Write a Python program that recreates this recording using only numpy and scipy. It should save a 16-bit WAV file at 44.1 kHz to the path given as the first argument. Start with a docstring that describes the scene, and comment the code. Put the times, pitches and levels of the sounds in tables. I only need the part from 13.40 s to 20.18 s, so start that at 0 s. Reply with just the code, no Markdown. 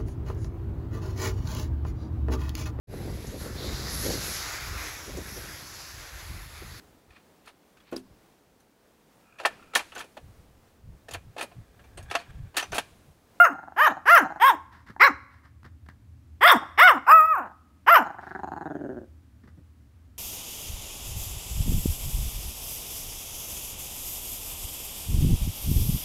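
"""In a wooden-floored room, a small puppy plays close by on a rug: eight arched yaps and one drawn-out
yowl, most trailing off in creaks, then a low growl whose rattles slow and merge. Its voice is a source
and a filter: taut vocal folds give a harmonic tone, slack ones flap in separate pulses, and throat,
mouth and muzzle resonate. It snuffles and scuffs about, and clothes rustle faintly, over a low hum."""
import sys
import numpy as np
from scipy import signal
from scipy.fft import rfft, irfft, next_fast_len
from scipy.io import wavfile
from scipy.ndimage import uniform_filter1d, minimum_filter1d, map_coordinates

SR = 44100
rng = np.random.default_rng(int(sys.argv[2]) if len(sys.argv) > 2 else 0)


def store_wav(level_fs):
    """Save 16-bit WAV to argv[1]."""
    pcm = np.round(np.clip(np.atleast_2d(level_fs), -1, 1) * 32767)
    wavfile.write(sys.argv[1], SR, pcm.T.astype(np.int16))


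N = 298998
TIME = np.arange(N) / SR
TOP_HZ = 15700

# Each row is a yap: start, rise and fall half-width in seconds; slack and top pitch in Hz; level and
# swell in dB; attack in seconds; mouth resonance in Hz and its height in dB; upper resonance in Hz;
# fundamental, brightness and onset bite in dB; age and half-width of the break in seconds; its rasp in dB.
YAP_ARCHES = [ (-.06, 0.081, 0.058, 206.3, 709.4, -9.5, -9.5, .02, 1313, 14.5, 1566, -1, -0.5, -5.5, .112, 0.012, -7.5),
              (.362, 0.083, 0.037, 202.6, 628, -14, 0.5, 0.056, 1070, 5.5, 1680, -12, -4.5, -2, 0.13, 0.06, -12),
              (.654, 0.08, 0.055, 215.6, 697, -10.5, 0.5, 0.047, 1300, 7, 1660, -8, -0.5, -1.5, 0.13, 0.033, -11.5),
              (0.998, 0.074, 0.041, 282.4, 549.7, -13, -2, .046, 1013, 22.5, 1682, -4.5, 5.5, 5.5, 0.094, 0.03, -13),
              (1.596, .059, .029, 238.7, 572, -11, -2, 0.011, 1264, 22.5, 2045, 2.5, 3, 10, 0.054, 0.024, -8),
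              (3.007, .076, .046, 189, 719, -9, 2.5, 0.01, 1204, 12, 1950, -3, -0.5, 4, .087, .021, 3),
              (3.375, 0.077, 0.067, 199, 741.5, -9, -3, 0.0158, 1250, 10, 2080, -9, -5, 11.5, 0.11, 0.012, -7.5),
              (4.463, 0.061, 0.054, 175.9, 693, -10, 1.5, 0.017, 1065, 13, 1500, -7.5, -5, 9.5, 0.1, 0.021, -8),
              ]
# Each row colours one yap: muzzle resonance in Hz; its height, the treble above it, sheen and
# subharmonics in dB; screech in Hz and its level in dB.
YAP_MUZZLES = [(2736, 11, -9, -27.5, 1.5, 6500, -24), (3020, 10.5, -3, -26, -2.5, 3700, -18),
               (2892, 6, -3.5, -26, -3.5, 2900, -14.5), (3262, 15.5, -1, -24, -9.5, 3600, -11.5),
               (2300, 7.5, -1, -33, -5, 4080, -15.5), (3300, 16.5, -1.5, -24, -3.5, 3470, -12.5),
               (3540, 12, -4.5, -28.5, -4.5, 2900, -5.5), (2950, 10.5, -4.5, -26, -6.5, 2200, -21)]


def yaps(full_effort=0.59, bite_s=0.075):
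    """Fold tension sets pitch: one arch of effort drives the pitch, loudness and jaw of each yap."""
    out = np.zeros(N)
    for arch, muzzle in zip(YAP_ARCHES, YAP_MUZZLES):
        (start, rise, fall, slack_hz, top_hz, db, swell_db, attack, mouth_hz, mouth_db, upper_hz,
         base_db, bright_db, bite_db, break_s, break_width, break_db) = arch
        age = np.arange(0, rise + 2 * fall, 1 / SR)
        place = np.where(age < rise, 1.35 * (age / rise - 1), (age - rise) / fall)  # in half-widths
        side = np.clip(place, -1, 1)  # -1 rising, 1 falling
        effort = (1 + (np.cbrt(2) - 1) * np.abs(place) ** 2.5) ** -3
        pitch = slack_hz + (top_hz - slack_hz) * effort
        loudness = np.hypot(np.minimum(effort / full_effort, 1) ** 3.15, amp(-17))  # sinks to a moan
        onset_db = -7 * np.maximum(1 - age / attack, 0)
        level_db = db + swell_db * side + 20 * np.log10(loudness) + onset_db
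        broken = np.exp(-((age - break_s) / break_width) ** 4)
        bite = np.exp(-age / bite_s)
        # slackening folds, the voice break and a hard bite all add roughness
        slackening = (1 - effort) * (place > 0)
        strain = amp(-21) + amp(-16) * slackening + amp(break_db) * broken
        strain += amp(bite_db - 21) * bite ** 2
        bright_db = bright_db - 4 * side + bite_db * bite + 2.5 * broken
        base_db = base_db - 3.5 * (1 - effort) * (place < 0)  # weaker while the jaw opens
        mouth_hz, base_db = jaw(effort, mouth_hz, base_db)
        add(out, start, cry(pitch, level_db, 20 * np.log10(strain), muzzle,
                            mouth_hz, base_db, mouth_db, upper_hz, bright_db))
    return out


# Each row: time in seconds, pitch in Hz, level in dB, strain in dB.
YOWL_CONTOUR = [(3.665, 368, -32, -6), (3.689, 520, -12, -15.5), (3.719, 629, -7.5, -8.5),
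                (3.756, 654.5, -8.5, -46.5), (3.808, 620.5, -14.5, -24), (3.879, 648.3, -23, -23),
                (3.926, 627.7, -18, -37), (3.955, 530.3, -25, -20), (3.985, 366.2, -26, -17),
                (4.025, 231.3, -34, -25.5), (4.082, 180, -44.5, -37)]
# One row, with the columns of YAP_MUZZLES.
YOWL_COLOUR = (2558, 15.5, -6.5, -28.5, 5, 2743, -12)


def yowl():
    """Sustained phonation: a held yap clears to an almost pure tone, wavers and slides down."""
    out = np.zeros(N)
    times, *columns = np.transpose(YOWL_CONTOUR)
    t = np.arange(times[0], times[-1], 1 / SR)
    pitch, level_db, strain_db = (np.interp(t, times, column) for column in columns)
    effort = (pitch - pitch.min()) / np.ptp(pitch)
    mouth_hz, base_db = jaw(effort, mouth_hz=1130, base_db=-13.5)
    add(out, times[0], cry(pitch, level_db, strain_db, YOWL_COLOUR, mouth_hz, base_db,
                           mouth_db=11.5, upper_hz=1466, bright_db=-13))
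    return out


def jaw(effort, mouth_hz, base_db):
    """Cavity resonance: at low effort the jaw closes, the resonance sinks and the fundamental gains."""
    closed = (1 - effort) ** 2.5
    return mouth_hz * (1 - 0.2 * closed), base_db + 26 * closed


# Spectra of the throat and nose, with a dip near 450 Hz where the floor's reflection cancels, # of the rasp,
# and of a thin sheen high above the voice. # Each row: frequency in Hz, relative gain in dB.
THROAT_SPECTRUM = [(120, -19), (200, -11), (300, 2.5), (450, -9), (700, 3), (1200, -3), (1800, -3),
                   (2300, -12), (3200, -23), (4200, -35), (6500, -36), (9000, -41.5), (11000, -64)]
RASP_SPECTRUM = [(350, -34), (600, -17), (1000, 4), (1700, 3.5), (2400, -7.5), (3450, -21), (4300, -18),
                 (6500, -38.5), (9000, -42)]
SHEEN_SPECTRUM = [(7500, -18), (9000, -12), (10200, -20.5), (11300, -7.5), (13300, -3.5), (15700, -9.5)]


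def cry(pitch, level_db, strain_db, muzzle, mouth_hz, base_db, mouth_db, upper_hz, bright_db):
    """Source and filter: harmonics glide through resonances; strain adds period doubling and rasp."""
    ring_hz, ring_db, treble_db, sheen_db, subharmonic_db, screech_hz, screech_db = muzzle
    size = len(pitch)
    t = np.arange(size) / SR
    strain = amp(np.minimum(strain_db, 0))
    pitch = uniform_filter1d(pitch, int(.012 * SR), mode="nearest")
    drop = 1 - pitch / pitch.max()
    slack = drop ** 2 * (np.arange(size) > pitch.argmax())  # the falling voice crumbles into creak
    jitter = (.004 + .023 * strain) * walk(350, size) + .16 * slack * walk(170, size)
    phase = 2 * np.pi * np.cumsum(pitch * (1 + jitter)) / SR
    lips_hz = np.interp(np.linspace(0, 1, size), [0, .3, .6, .85], [5190, 4870, 5300, 7236])
    # narrow peaks and dips in the treble drift as the jaw moves
    ripple = list(zip(np.arange(4400, 18400, 400), 4 * rng.standard_normal(35) - 1))
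    drift = 1 + .085 * drop

    def muzzle_db(hz):
        """The muzzle resonates at one frequency and shades what lies above."""
        return ring_db * bump(hz, ring_hz, 230) + treble_db * np.clip((hz - ring_hz) / 600, 0, 1)

    harmonics, subharmonics, buzz, power = 0, 0, 0, 0
    for k in np.arange(2, 90) / 2:
        hz = k * pitch
        wave = np.sin(k * phase + rng.uniform(0, 2 * np.pi)) * (hz < TOP_HZ)
        wave *= gain_at([(3900, 0)] + ripple, hz * drift)
        formants_db = mouth_db * bump(hz, mouth_hz, 300) + 8 * bump(hz, upper_hz, 180)
        formants_db += 10 * bump(hz, lips_hz, 830)
        shelf_db = bright_db * np.clip((hz - 1400) / 600, 0, 1)
        tract_db = formants_db + shelf_db + muzzle_db(hz)
        gain = gain_at(THROAT_SPECTRUM, hz) * amp(tract_db + base_db * (k == 1))
        if k % 1:  # lines between the harmonics come and go
            subharmonics += gain * wave * (.52 + .32 * walk(130, size))
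        else:
            harmonics += gain * wave
            buzz += wave
            power += gain ** 2 / 2
    # power is levelled slowly, so a harmonic crossing a resonance flares briefly
    power = uniform_filter1d(power, int(.076 * SR) + 1, mode="nearest")
    shimmer = 1 + .28 * strain * walk(300, size)
    voice = (harmonics * shimmer + amp(subharmonic_db) * strain * subharmonics) / np.sqrt(power)

    # turbulent air leaves in uneven puffs, once a cycle
    puffs = rng.standard_normal(size) * (1 + .27 * np.cos(phase)) * amp(4.2 * walk(250, size))
    grid_hz = np.geomspace(300, 9000, 120)
    rasp_db = 20 * np.log10(gain_at(RASP_SPECTRUM, grid_hz)) + muzzle_db(grid_hz)
    rasp = amp(-2) * strain ** 1.3 * unit(colour(puffs, list(zip(grid_hz, rasp_db))))
    # hard strain brings a narrow screech, and air sings in the resonance of the lips
    screech = amp(screech_db) * 2 * strain ** 2 * walk(450, size)
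    screech *= np.sqrt(2) * np.sin(2 * np.pi * screech_hz * t)
    whistle = amp(treble_db - 23) * 2 * strain * walk(700, size)
    whistle *= np.sin(2 * np.pi * np.cumsum(lips_hz) / SR)
    sheen = unit(colour(colour(amp(-7) * unit(buzz) + .55 * puffs, ripple), SHEEN_SPECTRUM))
    sheen *= amp(sheen_db + .2 * (strain_db + 14) + .25 * (level_db + 12) + 2.5 * walk(140, size))
    sheen = map_coordinates(sheen, [np.cumsum(1 / drift)], order=5, mode="nearest")

    sound = voice / np.hypot(1, strain) + rasp + screech + whistle + sheen
    edges = np.clip(t / .0029, 0, 1) * np.clip((t[-1] - t) / .0039, 0, 1)
    return high_pass(sound * amp(level_db) * edges, 160)


# Each row is a run of creaks: first and last start in seconds, approximate gap in seconds,
# length of the first creak in seconds, first and last level in dB.
CREAK_RUNS = [(.138, .322, .046, .02, -41, -41), (.516, .569, .053, .018, -30, -37),
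              (.847, .96, .056, .028, -35, -38), (1.564, 1.564, .05, .004, -39, -39),
              (3.215, 3.255, .04, .02, -39, -48), (4.056, 4.099, .043, .03, -43, -50),
              (4.651, 4.744, .046, .026, -34, -45)]
# One row: pulse rate in Hz, mouth resonance in Hz, its gain in dB, upper resonance gain in dB.
CREAK_TIMBRE = (165, 800, 15, 12)
# Each row: time, rattle spacing and rattle length in seconds, level in dB, then as in CREAK_TIMBRE.
GROWL_CONTOUR = [(4.786, 0.041, .012, -41, 182, 780, 14.5, 15.5),
                 (4.935, .041, .014, -36, 190.6, 765, 3.5, 14.5),
                 (5.019, 0.042, .016, -34, 177, 800, 11, -0.5),
                 (5.188, 0.047, .019, -34, 167.6, 830, 7.5, 4.5),
                 (5.341, 0.043, .026, -34, 148.7, 600, -2.5, -4),
                 (5.403, .052, .034, -35, 141, 538, -4.5, -8.5),
                 (5.545, 0.053, .044, -38, 119.4, 539, -5, -7.5),
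                 (5.61, .055, .055, -47.5, 111.4, 505.5, -4, -14)]


def creaks_and_growl(shrink=.68):
    """Vocal fry: slack folds rattle in bursts that shorten in a creak and merge in the growl."""
    out = np.zeros(N)
    for first, last, gap, length, first_db, last_db in CREAK_RUNS:
        count = round(abs(last - first) / gap) + 1
        for k, (start, db) in enumerate(np.linspace((first, first_db), (last, last_db), count)):
            rattle(out, start, length * shrink ** k, db, *CREAK_TIMBRE)
    times, *columns = np.transpose(GROWL_CONTOUR)
    start = times[0]
    while start < times[-1]:
        gap, *shape = (np.interp(start, times, column) for column in columns)
        rattle(out, start, *shape)
        start += gap
    return out


# Each row: frequency with the mouth open in Hz, bandwidth in Hz, relative level in dB,
# how far it follows the mouth from 0 to 1.
NASAL_MODES = [(2720, 500, -22.5, 0.5), (4250, 200, -27.5, 0.9), (6700, 200, -28.5, .08),
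               (14500, 1500, -29.5, 0)]


def rattle(out, start, length, level_db, rate_hz, mouth_hz, mouth_db, upper_db, open_mouth_hz=830):
    """Impulse excitation: each flap of the folds rings the mouth and nose and is mixed into out."""
    t = np.arange(int(.03 * SR)) / SR
    low_pass = signal.butter(3, 1900, fs=SR, output="sos")
    opening = mouth_hz / open_mouth_hz
    onset = 1 - np.exp(-t * opening ** 3 / .0005)  # slower as the mouth closes
    nose_gain = amp(mouth_db / 2 + min(level_db + 31.5, 0))  # fades in weak rattles
    for delay in np.arange(0, length, 1 / rate_hz):
        late, strong, bend = rng.standard_normal(3)
        mouth = amp(mouth_db) * ring(t, mouth_hz * (1 + .03 * bend), 130)
        upper = amp(upper_db) * ring(t, 1560 * (1 + .04 * bend), 270)
        flap = (1.9 * ring(t, 330, 170) + mouth - upper) * onset
        flap = high_pass(signal.sosfilt(low_pass, flap), 130)
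        flap /= np.sqrt(np.sum(flap ** 2) * rate_hz / SR)
        nose = sum(amp(db + 2.6 * rng.standard_normal()) * ring(t, hz * opening ** follow, width)
                   for hz, width, db, follow in NASAL_MODES)
        breath = amp(-44) * rng.standard_normal(len(t)) * np.exp(-t / .003)
        pulse = (flap + nose_gain * nose + breath) * amp(level_db + 3 * strong)
        add(out, start + delay + .0003 * late, pulse)


# Snuffles, paw scuffs on the rug and, at 1.895 and 4.794 seconds, a faint rustle of clothes.
# Each row: start in seconds, length in seconds, thud level in dB, rustle level in dB.
SCUFFS_AND_RUSTLES = [(1.312, 0.12, -59, -54), (1.463, 0.064, -63, -51), (1.497, 0.02, -42.5, -50),
                      (1.895, 0.14, -78.5, -62), (2.032, 0.06, -69.5, -57.5), (2.231, 0.005, -50.5, -52),
                      (2.242, 0.035, -47, -50.5), (2.46, .012, -51.5, -56), (2.487, 0.0058, -41.5, -41),
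                      (2.494, 0.028, -65.5, -56.5), (4.794, .25, -63, -56), (6.034, 0.037, -48.5, -64),
                      (6.073, 0.028, -51, -59.5), (6.171, 0.043, -49, -78)]


def scuffs_and_rustles():
    """Turbulence and friction: snuffles, paw scuffs and clothes make noise that swells and fades."""
    out = np.zeros(N)
    for start, length, thud_db, rustle_db in SCUFFS_AND_RUSTLES:
        size = int(2 * length * SR)
        age = np.arange(size) / (length * SR / 4)
        thud = amp(thud_db) * noise([(110, 8.5), (170, 4), (320, -4), (700, -23)], size)
        rustle = amp(rustle_db) * noise([(600, -9), (1000, 2.5), (1900, 4.5), (2600, -16)], size)
        hiss = amp(rustle_db - 13) * noise([(2800, 2), (5200, 1), (6500, -9.5), (14000, -14.5)], size)
        envelope = age * np.exp(1 - age) * amp(2 * walk(270, size))
        add(out, start, (thud + rustle + hiss) * envelope)
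    return out


# Each row is an echo from a nearby surface: delay in seconds, relative gain in dB.
NEAR_ECHOES = [(.013, -26), (.021, -24), (0.035, -25)]
# The colour of all reflections. Each row: frequency in Hz, gain in dB.
ROOM_SPECTRUM = [(150, -2), (350, 6.5), (600, 2), (1100, 3.5), (2000, 2), (3500, -2.5), (7000, 4),
                 (14000, -16.5)]


def room(x, early_t60=0.26, late_t60=0.75):
    """Reverberation: walls and furniture return a few clear echoes, many scattered ones and a tail."""
    t = np.arange(SR) / SR
    echoes = rng.standard_normal(SR) * (rng.random(SR) < .01)
    echoes *= np.clip((t - .005) / .0052, 0, 1) * amp(-60 * t / early_t60)
    tail = rng.standard_normal(SR) * np.clip(t / .013, 0, 1) * amp(-60 * t / late_t60)
    response = (amp(-16) * unit(echoes) + amp(-29) * unit(tail)) / np.sqrt(SR)
    for delay, db in NEAR_ECHOES:
        response[int(delay * SR)] += amp(db)
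    return signal.fftconvolve(x, colour(response, ROOM_SPECTRUM))[:N]


# Each row: time in seconds, relative level of the hum in dB.
HUM_LEVELS = [(0, -65.5), (.7, -60.5), (1.7, -54.5), (2.85, -48.5), (3.6, -57.5), (4.4, -60), (5.2, -52),
              (6.2, -54), (6.78, -50.5)]
# Spectra of the hum and of the still air. Each row: frequency in Hz, relative gain in dB.
HUM_SPECTRUM = [(40, -30), (55, -20), (68, -6.5), (74, -8.5), (82, -2.5), (92, -13.5), (115, -11.5),
                (150, -27.5)]
AIR_SPECTRUM = [(30, -11.5), (150, -9), (270, -2.5), (400, -19.5), (700, -22.5), (1500, -25), (3500, -33),
                (15500, -39.5)]


def hum_and_air(tone_hz=81, air_db=-63.5):
    """Ambient noise: a wavering tone in a low band of noise hums over the broad hush of the air."""
    tone = np.sqrt(2) * np.sin(2 * np.pi * np.cumsum(tone_hz * (1 + .0033 * walk(18))) / SR)
    hum_db = np.interp(TIME, *np.transpose(HUM_LEVELS)) - 2
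    hum = (noise(HUM_SPECTRUM) + amp(-5) * tone) * amp(hum_db)
    return hum + noise(AIR_SPECTRUM) * amp(air_db + walk(1))


def amp(db):
    """Decibels to amplitude ratio."""
    return 10 ** (np.asarray(db) / 20)


def unit(x):
    """Normalisation to rms 1."""
    return x / np.sqrt(np.mean(x ** 2) + 1e-18)


def gain_at(points, hz):
    """Gain of a (Hz, dB) spectrum, interpolated in log frequency."""
    f, db = np.transpose(points)
    return amp(np.interp(np.log(hz + 1), np.log(f), db))


def colour(x, points):
    """Zero-phase filtering by a (Hz, dB) spectrum that falls away beyond its ends."""
    size = next_fast_len(len(x))
    hz = np.fft.rfftfreq(size, 1 / SR)
    ends = np.minimum(hz / points[0][0], 1) ** 2 * np.minimum(points[-1][0] / (hz + 1), 1) ** 2
    return irfft(rfft(x, size) * gain_at(points, hz) * ends ** 2, size)[:len(x)]


def high_pass(x, hz):
    """Third-order attenuation below a cutoff."""
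    return signal.sosfilt(signal.butter(3, hz, "high", fs=SR, output="sos"), x)


def noise(points, size=N):
    """Coloured noise of rms 1."""
    return unit(colour(rng.standard_normal(size), points))


def walk(rate_hz, size=N):
    """Smooth random modulation with a spread near 1."""
    place = np.arange(size) * rate_hz / SR
    return map_coordinates(rng.standard_normal(int(place[-1]) + 2), [place], order=2, mode="nearest")


def bump(hz, centre_hz, half_width_hz):
    """Resonance curve, 1 at its centre."""
    return 1 / (1 + ((hz - centre_hz) / half_width_hz) ** 2)


def ring(t, hz, width_hz):
    """Damped oscillation: the wider the resonance, the faster it dies."""
    return np.exp(-np.pi * width_hz * t) * np.sin(2 * np.pi * hz * t)


def add(track, start, sound):
    """Superposition of a sound on a track at a time in seconds."""
    i = int(start * SR)
    sound, i = sound[max(-i, 0):], max(i, 0)
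    track[i:i + len(sound)] += sound[:N - i]


def scene(growl_room_db=1):
    """Direct and reflected sound add; the puppy growls head low, so more of that comes via the room."""
    near = (yaps() + yowl() + scuffs_and_rustles()) * np.clip(TIME / .002, 0, 1)
    low = creaks_and_growl()
    reflected = room(near + amp(growl_room_db) * low)
    return (near + low + reflected + hum_and_air())[None]


def record(dry, ceiling=0.76):
    """Peak limiting: a fast gain dip holds the loudest peaks down; a low-pass cuts the top."""
    window = int(.008 * SR)
    needed = np.minimum(1, ceiling / (np.abs(dry) + 1e-9))
    gain = uniform_filter1d(minimum_filter1d(needed, window), window)
    return signal.sosfilt(signal.ellip(12, .2, 80, TOP_HZ, fs=SR, output="sos"), dry * gain)


dry = scene()
out = record(dry)
store_wav(out)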